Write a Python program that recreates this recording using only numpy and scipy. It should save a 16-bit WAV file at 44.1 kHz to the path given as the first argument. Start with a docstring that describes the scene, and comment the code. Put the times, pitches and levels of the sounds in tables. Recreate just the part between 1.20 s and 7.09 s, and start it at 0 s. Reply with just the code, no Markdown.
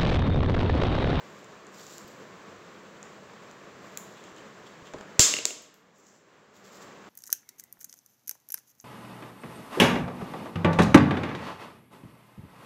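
"""A bare room with a steady airy hiss. Hands press paper onto a plastic glue bottle over a wooden table:
skin rubs in tiny slips, fingers tick on the plastic, and the bottle rocks on its base.
At four seconds scissors land with one sharp knock, steel and tabletop ringing, then rattle and settle.
The knock overloads the near microphone, whose gain control ducks the hiss for over a second.
Faint, very high ticks follow, the paper slides on the wood, and a few last rubs and ticks close."""
import sys
import numpy as np
from scipy import signal
from scipy.fft import rfft, irfft, next_fast_len
from scipy.io import wavfile
from scipy.ndimage import uniform_filter1d, minimum_filter1d

SR = 44100
rng = np.random.default_rng(int(sys.argv[2]) if len(sys.argv) > 2 else 0)


def put_to_file(sound):
    """Save the sound as 16-bit audio at rate SR, in the file named by the first command-line argument."""
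    columns = np.atleast_2d(sound).T  # one column per channel
    safe = np.clip(columns, -1, 1)
    whole_steps = np.round(safe * 32767)
    wavfile.write(sys.argv[1], SR, whole_steps.astype(np.int16))


N = 259749

# Modes of the bottle, the tabletop and its low thump. Each row: pitch in Hz, width in Hz, level in dB.
BOTTLE_MODES = [(2617, 190, -16), (3476, 1200, -17.5), (4460, 1100, -16), (6160, 1330, 2), (7150, 310, 0.5)]
TABLE_MODES = [(200.7, 12, -22), (292.4, 41, -1.5), (380.5, 18, -5), (456, 58, 2), (629, 82, 5),
               (1008, 74, -3.5), (1373, 620, -13)]
THUMP_MODES = [(98, 96, -1.5), (163, 260, 2.2)]
# The tone of a hard contact. Each row: frequency in Hz, level in dB.
CRACK_EQ = [(100, -21.5), (400, -17.5), (750, -21.5), (1100, -5), (2000, -2), (3000, -1), (5000, 1),
            (7400, 0.5), (8400, -4), (9500, -13), (13000, -12.5), (15500, -12)]
# Each pair of sliding surfaces: favoured band in Hz, its lift in dB, treble shelf in dB.
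SKIN_ON_PAPER = (4100, 2.4, 0)
SKIN_ON_BOTTLE = (3060, 16, -7.5)
PAPER_ON_WOOD = (6420, 8.9, 0)


def scissors(crack_db=-5, clack_db=-5, blur=1.5, skid_db=-22, skid_s=.0014, bounce_room_db=-13):
    """Steel blades and plastic handles strike the wood with a click, then ring briefly."""
    # The steel lands. Each row: start in seconds, then steel, tabletop, thump and room send in dB.
    knocks = [(3.994, 29, -7, -3, -9), (4.2538, 8, -19.5, -51, -8.5)]
    # The handles bounce. Each row: start in seconds, handle level in dB, tabletop level in dB.
    bounces = [(4.1385, -1.5, -18.5), (4.167, -8, -31), (4.1873, -8.5, -20), (4.306, -16.5, -25)]
    # Modes of the blades and the handles. Each row: pitch in Hz, width in Hz, level in dB.
    steel_modes = [(2820, 310, -17), (3490, 480, -13), (4490, 380, -10.5), (5040, 470, -8),
                   (5700, 300, -11), (6194, 450, -5.5), (7220, 516, 0), (7580, 475, -1.5),
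                   (8140, 480, -17.5)]
    handle_modes = [(1098, 540, -40), (2030, 160, -4), (2800, 140, 4.5), (4000, 240, -6), (5030, 320, -18),
                    (6600, 1100, -5)]
    for start, db, table_db, thump_db, room_db in knocks:
        blow = amp(db + crack_db) * click() + amp(table_db) * ring(TABLE_MODES)
        blow += amp(thump_db) * ring(THUMP_MODES)
        skid = amp(skid_db) * burst(CRACK_EQ, skid_s)  # a faint scrape, heard only close by
        close = blow + amp(db) * (ring(steel_modes) + skid)
        send = amp(room_db) * (blow + amp(db) * wall_ring(steel_modes, blur))
        yield start, close, send
    for start, db, table_db in bounces:
        blow = amp(db + clack_db) * click() + amp(table_db) * ring(TABLE_MODES)
        skid = amp(skid_db + 10) * burst(CRACK_EQ, skid_s)
        close = blow + amp(db) * (ring(handle_modes) + skid)
        send = amp(bounce_room_db) * (blow + amp(db) * wall_ring(handle_modes, blur))
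        yield start, close, send


def finger_ticks(snap_db=-2, ring_db=-4, grit_db=-17, grit_s=0.0011, room_db=-9):
    """The thin bottle ticks as fingers slip for an instant: a nail is bright, a fingertip dull."""
    # Each row: start in seconds, level in dB, treble shelf in dB.
    ticks = [(.245, -40, 1), (.4685, -39.5, -7), (0.667, -35, -3), (0.782, -30.5, 10.5), (1.829, -31, -14),
             (2.313, -41, -1), (2.774, -19, 10.5), (3.04, -37.5, -3), (3.164, -42, -2), (5.571, -41, 7),
             (5.6225, -45, -1)]
    for start, db, treble_db in ticks:
        tick = amp(ring_db) * ring(BOTTLE_MODES) + amp(snap_db) * click()
        tick += amp(grit_db) * burst(CRACK_EQ, grit_s)
        tick = amp(db) * treble_shelf(tick, treble_db, shelf_hz=9300)
        yield start, tick, amp(room_db) * tick


def bottle_rocking(scuff_db=-7, scuff_s=0.0044, plastic_db=-11, land_s=.006, thump_db=-16, room_db=-9):
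    """The bottle's rim scuffs the wood, then its base lands and the table rings."""
    # Each row: start in seconds, contact level in dB, tabletop level in dB.
    nudges = [(3.7365, -29, -29), (3.785, -35, -52.5), (3.81, -31, -50.5)]
    # The tone of a soft scuff. Each row: frequency in Hz, level in dB.
    scuff_eq = [(100, -4), (600, -4.5), (1300, -0.5), (2500, -14.5), (4000, -12.5), (7500, -24),
                (9500, -42)]
    landing = ring(TABLE_MODES) + amp(thump_db) * ring(THUMP_MODES)
    for start, db, table_db in nudges:
        scuff = amp(scuff_db) * burst(scuff_eq, scuff_s)
        bump = amp(db) * (scuff + amp(plastic_db) * ring(BOTTLE_MODES))
        add(bump, land_s, amp(table_db) * landing)
        yield start, bump, amp(room_db) * bump


def rubbing(slips_per_s=900, smooth=0.54, grip_db=2.5, focus_octaves=0.45, room_db=-4,
            attack_s=0.032, release_share=0.36):
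    """Each stroke is a swell of tiny slips under a wavering grip that takes hold, then eases off."""
    # The tone of sliding. Each row: frequency in Hz, level in dB.
    slide_eq = [(300, -22), (1500, -12.5), (3000, -2.5), (5000, 1.5), (6300, 2.5), (7400, 7.5),
                (8300, -8.5), (9400, -18.5), (13000, -8.5), (15800, -9.5)]
    # Each row: start in seconds, length in seconds, level in dB, pair of surfaces.
    strokes = [(0, 0.29, -69, SKIN_ON_PAPER), (0.518, 0.36, -56, SKIN_ON_PAPER),
               (0.685, 0.085, -54, SKIN_ON_PAPER), (0.852, .045, -55, SKIN_ON_PAPER),
               (0.876, 0.18, -65.5, SKIN_ON_PAPER), (2.6, 0.51, -67.5, SKIN_ON_PAPER),
               (2.936, 0.18, -61, SKIN_ON_BOTTLE), (3.146, 0.065, -58.5, SKIN_ON_BOTTLE),
               (3.44, 0.053, -57, SKIN_ON_BOTTLE), (3.641, 0.044, -53.5, SKIN_ON_BOTTLE),
               (4.733, 0.31, -55, PAPER_ON_WOOD), (5.329, 0.056, -54, SKIN_ON_PAPER),
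               (5.422, 0.083, -55.5, SKIN_ON_PAPER), (5.498, 0.11, -57, SKIN_ON_PAPER),
               (5.598, 0.041, -52, SKIN_ON_PAPER)]
    hz = np.geomspace(100, SR / 2, num=200)
    t = np.arange(SR // 2) / SR
    for start, length, db, (focus_hz, focus_db, treble_db) in strokes:
        slips = rng.choice([-1., 1.], len(t)) * (rng.random(len(t)) < slips_per_s / SR)
        grip = amp(grip_db * unit(uniform_filter1d(rng.standard_normal(len(t)), size=500)))
        friction = grip * (unit(slips) + smooth * rng.standard_normal(len(t)))
        eq_db = curve(slide_eq, hz) + focus_db * np.exp(-(np.log2(hz / focus_hz) / focus_octaves) ** 2)
        grain = unit(colour(friction, np.c_[hz, eq_db], treble_db))
        swell = np.clip(np.minimum(t / attack_s, (length - t) / (release_share * length)), 0, 1)
        stroke = amp(db) * grain * swell
        yield start, stroke, amp(room_db) * stroke


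def high_ticks(treble_db=12, shelf_hz=11000, grit_db=-14, grit_s=0.002, room_db=-6):
    """Faint, thin, very high ticks: a click and a little grit with the top treble lifted."""
    # Each row: start in seconds, level in dB.
    ticks = [(.877, -36), (4.4225, -27), (4.5423, -26), (4.785, -36)]
    for start, db in ticks:
        tick = click() + amp(grit_db) * burst(CRACK_EQ, grit_s)
        tick = amp(db - treble_db / 2) * treble_shelf(tick, treble_db, shelf_hz)
        yield start, tick, amp(room_db) * tick


def hand_pushes(pressing_s=(1, 3.6), count=12, light_db=-58, spread_db=2.5, table_db=-11, room_db=-10):
    """Hands bear down, thumping the table and barely ringing it; lighter pushes fall at random."""
    # Each row: start in seconds, thump level in dB.
    firm = [(.845, -45), (3.622, -44), (3.758, -41.5)]
    light = [(rng.uniform(*pressing_s), rng.normal(light_db, spread_db)) for _ in range(count)]
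    thud = ring(THUMP_MODES) + amp(table_db) * ring(TABLE_MODES)
    for start, db in firm + light:
        yield start, amp(db) * thud, amp(room_db + db) * thud


def room(send, gap_s=0.0062, near_db=-15):
    """Faint scatter from nearby things, then dense echoes off hard walls; the highs die first."""
    # Each row: frequency in Hz, seconds to fall by 60 dB.
    decay_times = [(150, 1.46), (500, 0.8), (1500, 0.7), (3000, 0.66), (7000, 0.47), (14000, 0.33)]
    # The tone of the reverb. Each row: frequency in Hz, level in dB.
    reverb_eq = [(80, -28), (200, -11.5), (400, 1), (1500, 3.5), (4000, -2), (7300, 1.5), (10000, 5.5),
                 (14000, 3)]
    echoes = np.zeros(SR)
    slots = np.arange(8, SR - 8, 8)  # one echo somewhere in every eight samples
    echoes[slots + rng.integers(0, 8, len(slots))] = rng.choice([-1., 1.], len(slots))
    echoes[:round(gap_s * SR)] *= amp(near_db)
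    hz, t, bands = signal.stft(echoes, SR, nperseg=256)
    fade = amp(-60 * t / curve(decay_times, hz)[:, None])
    tail = signal.istft(bands * fade, SR, nperseg=256)[1]
    return signal.fftconvolve(send, colour(tail / np.linalg.norm(tail), reverb_eq))[:N]


def room_air(level_db=-49.5, waver_db=0.68, waver_hz=8):
    """A steady rush of air, as from a fan, with two humps in its tone and a slight waver."""
    # Each row: frequency in Hz, level in dB.
    air_eq = [(25, -32), (65, -19), (100, -9), (160, -2.5), (260, -3.5), (430, 0), (580, -2.5), (750, -7.5),
              (1700, -8), (2300, -13), (5200, -22.5), (7500, -21), (9100, -45), (14000, -39)]
    # Each row: centre in Hz, width in Hz, lift in dB.
    humps = [(200.3, 22, 7.2), (1110, 206, 4.8)]
    hz = np.fft.rfftfreq(N, 1 / SR)
    humps_db = sum(db / (1 + (2 * (hz - centre) / width) ** 2) for centre, width, db in humps)
    rush = irfft(rfft(rng.standard_normal(N)) * amp(curve(air_eq, hz) + humps_db), N)
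    waver = unit(irfft(rfft(rng.standard_normal(N)) * np.exp(-hz / waver_hz), N))
    return amp(level_db + waver_db * waver) * unit(rush)


def click():
    """The instant of a hard contact: one coloured impulse, peak 1."""
    impulse = colour(signal.unit_impulse(SR // 4), CRACK_EQ)
    return impulse / abs(impulse).max()


def ring(modes):
    """Damped modes struck together, peak 1; neighbours swing in opposite directions."""
    t = np.arange(SR // 4) / SR
    tone = sum((-1) ** k * amp(db) * np.exp(-np.pi * width * t) * np.sin(2 * np.pi * hz * t)
               for k, (hz, width, db) in enumerate(modes))
    return tone / abs(tone).max()


def wall_ring(modes, blur):
    """Each direction favours other partials, so the walls get broader peaks with the same energy."""
    broadened = ring(np.multiply(modes, [1, blur, 1]))
    return unit(broadened) * np.sqrt(np.mean(ring(modes) ** 2))


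def burst(eq, decay_s):
    """The brief noise of two surfaces scraping, starting at about rms 1."""
    envelope = np.exp(-np.arange(SR // 4) / SR / decay_s)
    scrape = colour(rng.standard_normal(len(envelope)) * envelope, eq)
    return unit(scrape) * np.sqrt(np.mean(envelope ** 2))


def colour(x, eq, treble_db=0, shelf_hz=11000):
    """Minimum-phase EQ with a shelf on the top treble."""
    size = next_fast_len(len(x) + 4096)
    hz = abs(np.fft.fftfreq(size, 1 / SR))
    shelf_db = treble_db * (1 + np.tanh((hz - shelf_hz) / 700)) / 2
    log_gain = np.log(amp(curve(eq, hz) + shelf_db))
    response = np.exp(np.conj(signal.hilbert(log_gain)))
    return np.fft.ifft(np.fft.fft(x, size) * response).real[:len(x)]


def treble_shelf(x, treble_db, shelf_hz):
    """Lifts or dulls the top treble and leaves the rest flat."""
    return colour(x, [(1, 0)], treble_db, shelf_hz)


def curve(points, hz):
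    """Reads a table on a log-frequency axis."""
    frequencies, values = np.transpose(points)
    return np.interp(np.log(hz + 1), np.log(frequencies + 1), values)


def amp(db):
    """Decibels to gain."""
    return 10 ** (np.asarray(db) / 20)


def unit(x):
    """Scales to rms 1."""
    return x / np.sqrt(np.mean(x ** 2) + 1e-20)


def add(mix, start_s, sound):
    """Lays a sound into the mix."""
    part = mix[max(round(start_s * SR), 0):][:len(sound)]
    part += sound[:len(part)]


def scene():
    """Every contact yields its start in seconds, close sound and room send; the air lies beneath."""
    direct, reverb_bus = np.zeros((2, N))
    for source in (scissors(), finger_ticks(), bottle_rocking(), hand_pushes(), high_ticks(), rubbing()):
        for start, close, send in source:
            add(direct, start, close)
            add(reverb_bus, start, send)
    return (direct + room(reverb_bus) + room_air())[None]


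def record(dry, depth_db=11.5, hold_s=1.04, recover_db_per_s=26, cutoff_hz=15850):
    """Gain control ducks on overload, holds and recovers; a fast limiter and a low-pass follow."""
    peak = -minimum_filter1d(-abs(dry[0]), size=25)
    over_db = np.clip(20 * np.log10(peak + 1e-9), 0, depth_db)
    hold = round(hold_s * SR)
    held_db = -minimum_filter1d(-over_db, hold, origin=(hold - 1) // 2, mode="constant")
    recovery_db = np.arange(N) / SR * recover_db_per_s
    duck = amp(recovery_db - np.maximum.accumulate(held_db + recovery_db))
    limited_gain = uniform_filter1d(duck / np.maximum(duck * peak, 1), size=21)
    lowpass = signal.firwin(511, cutoff_hz, window=("kaiser", 9), fs=SR)
    return signal.oaconvolve(dry * limited_gain, lowpass[None], "same")


dry = scene()
out = record(dry)
put_to_file(out)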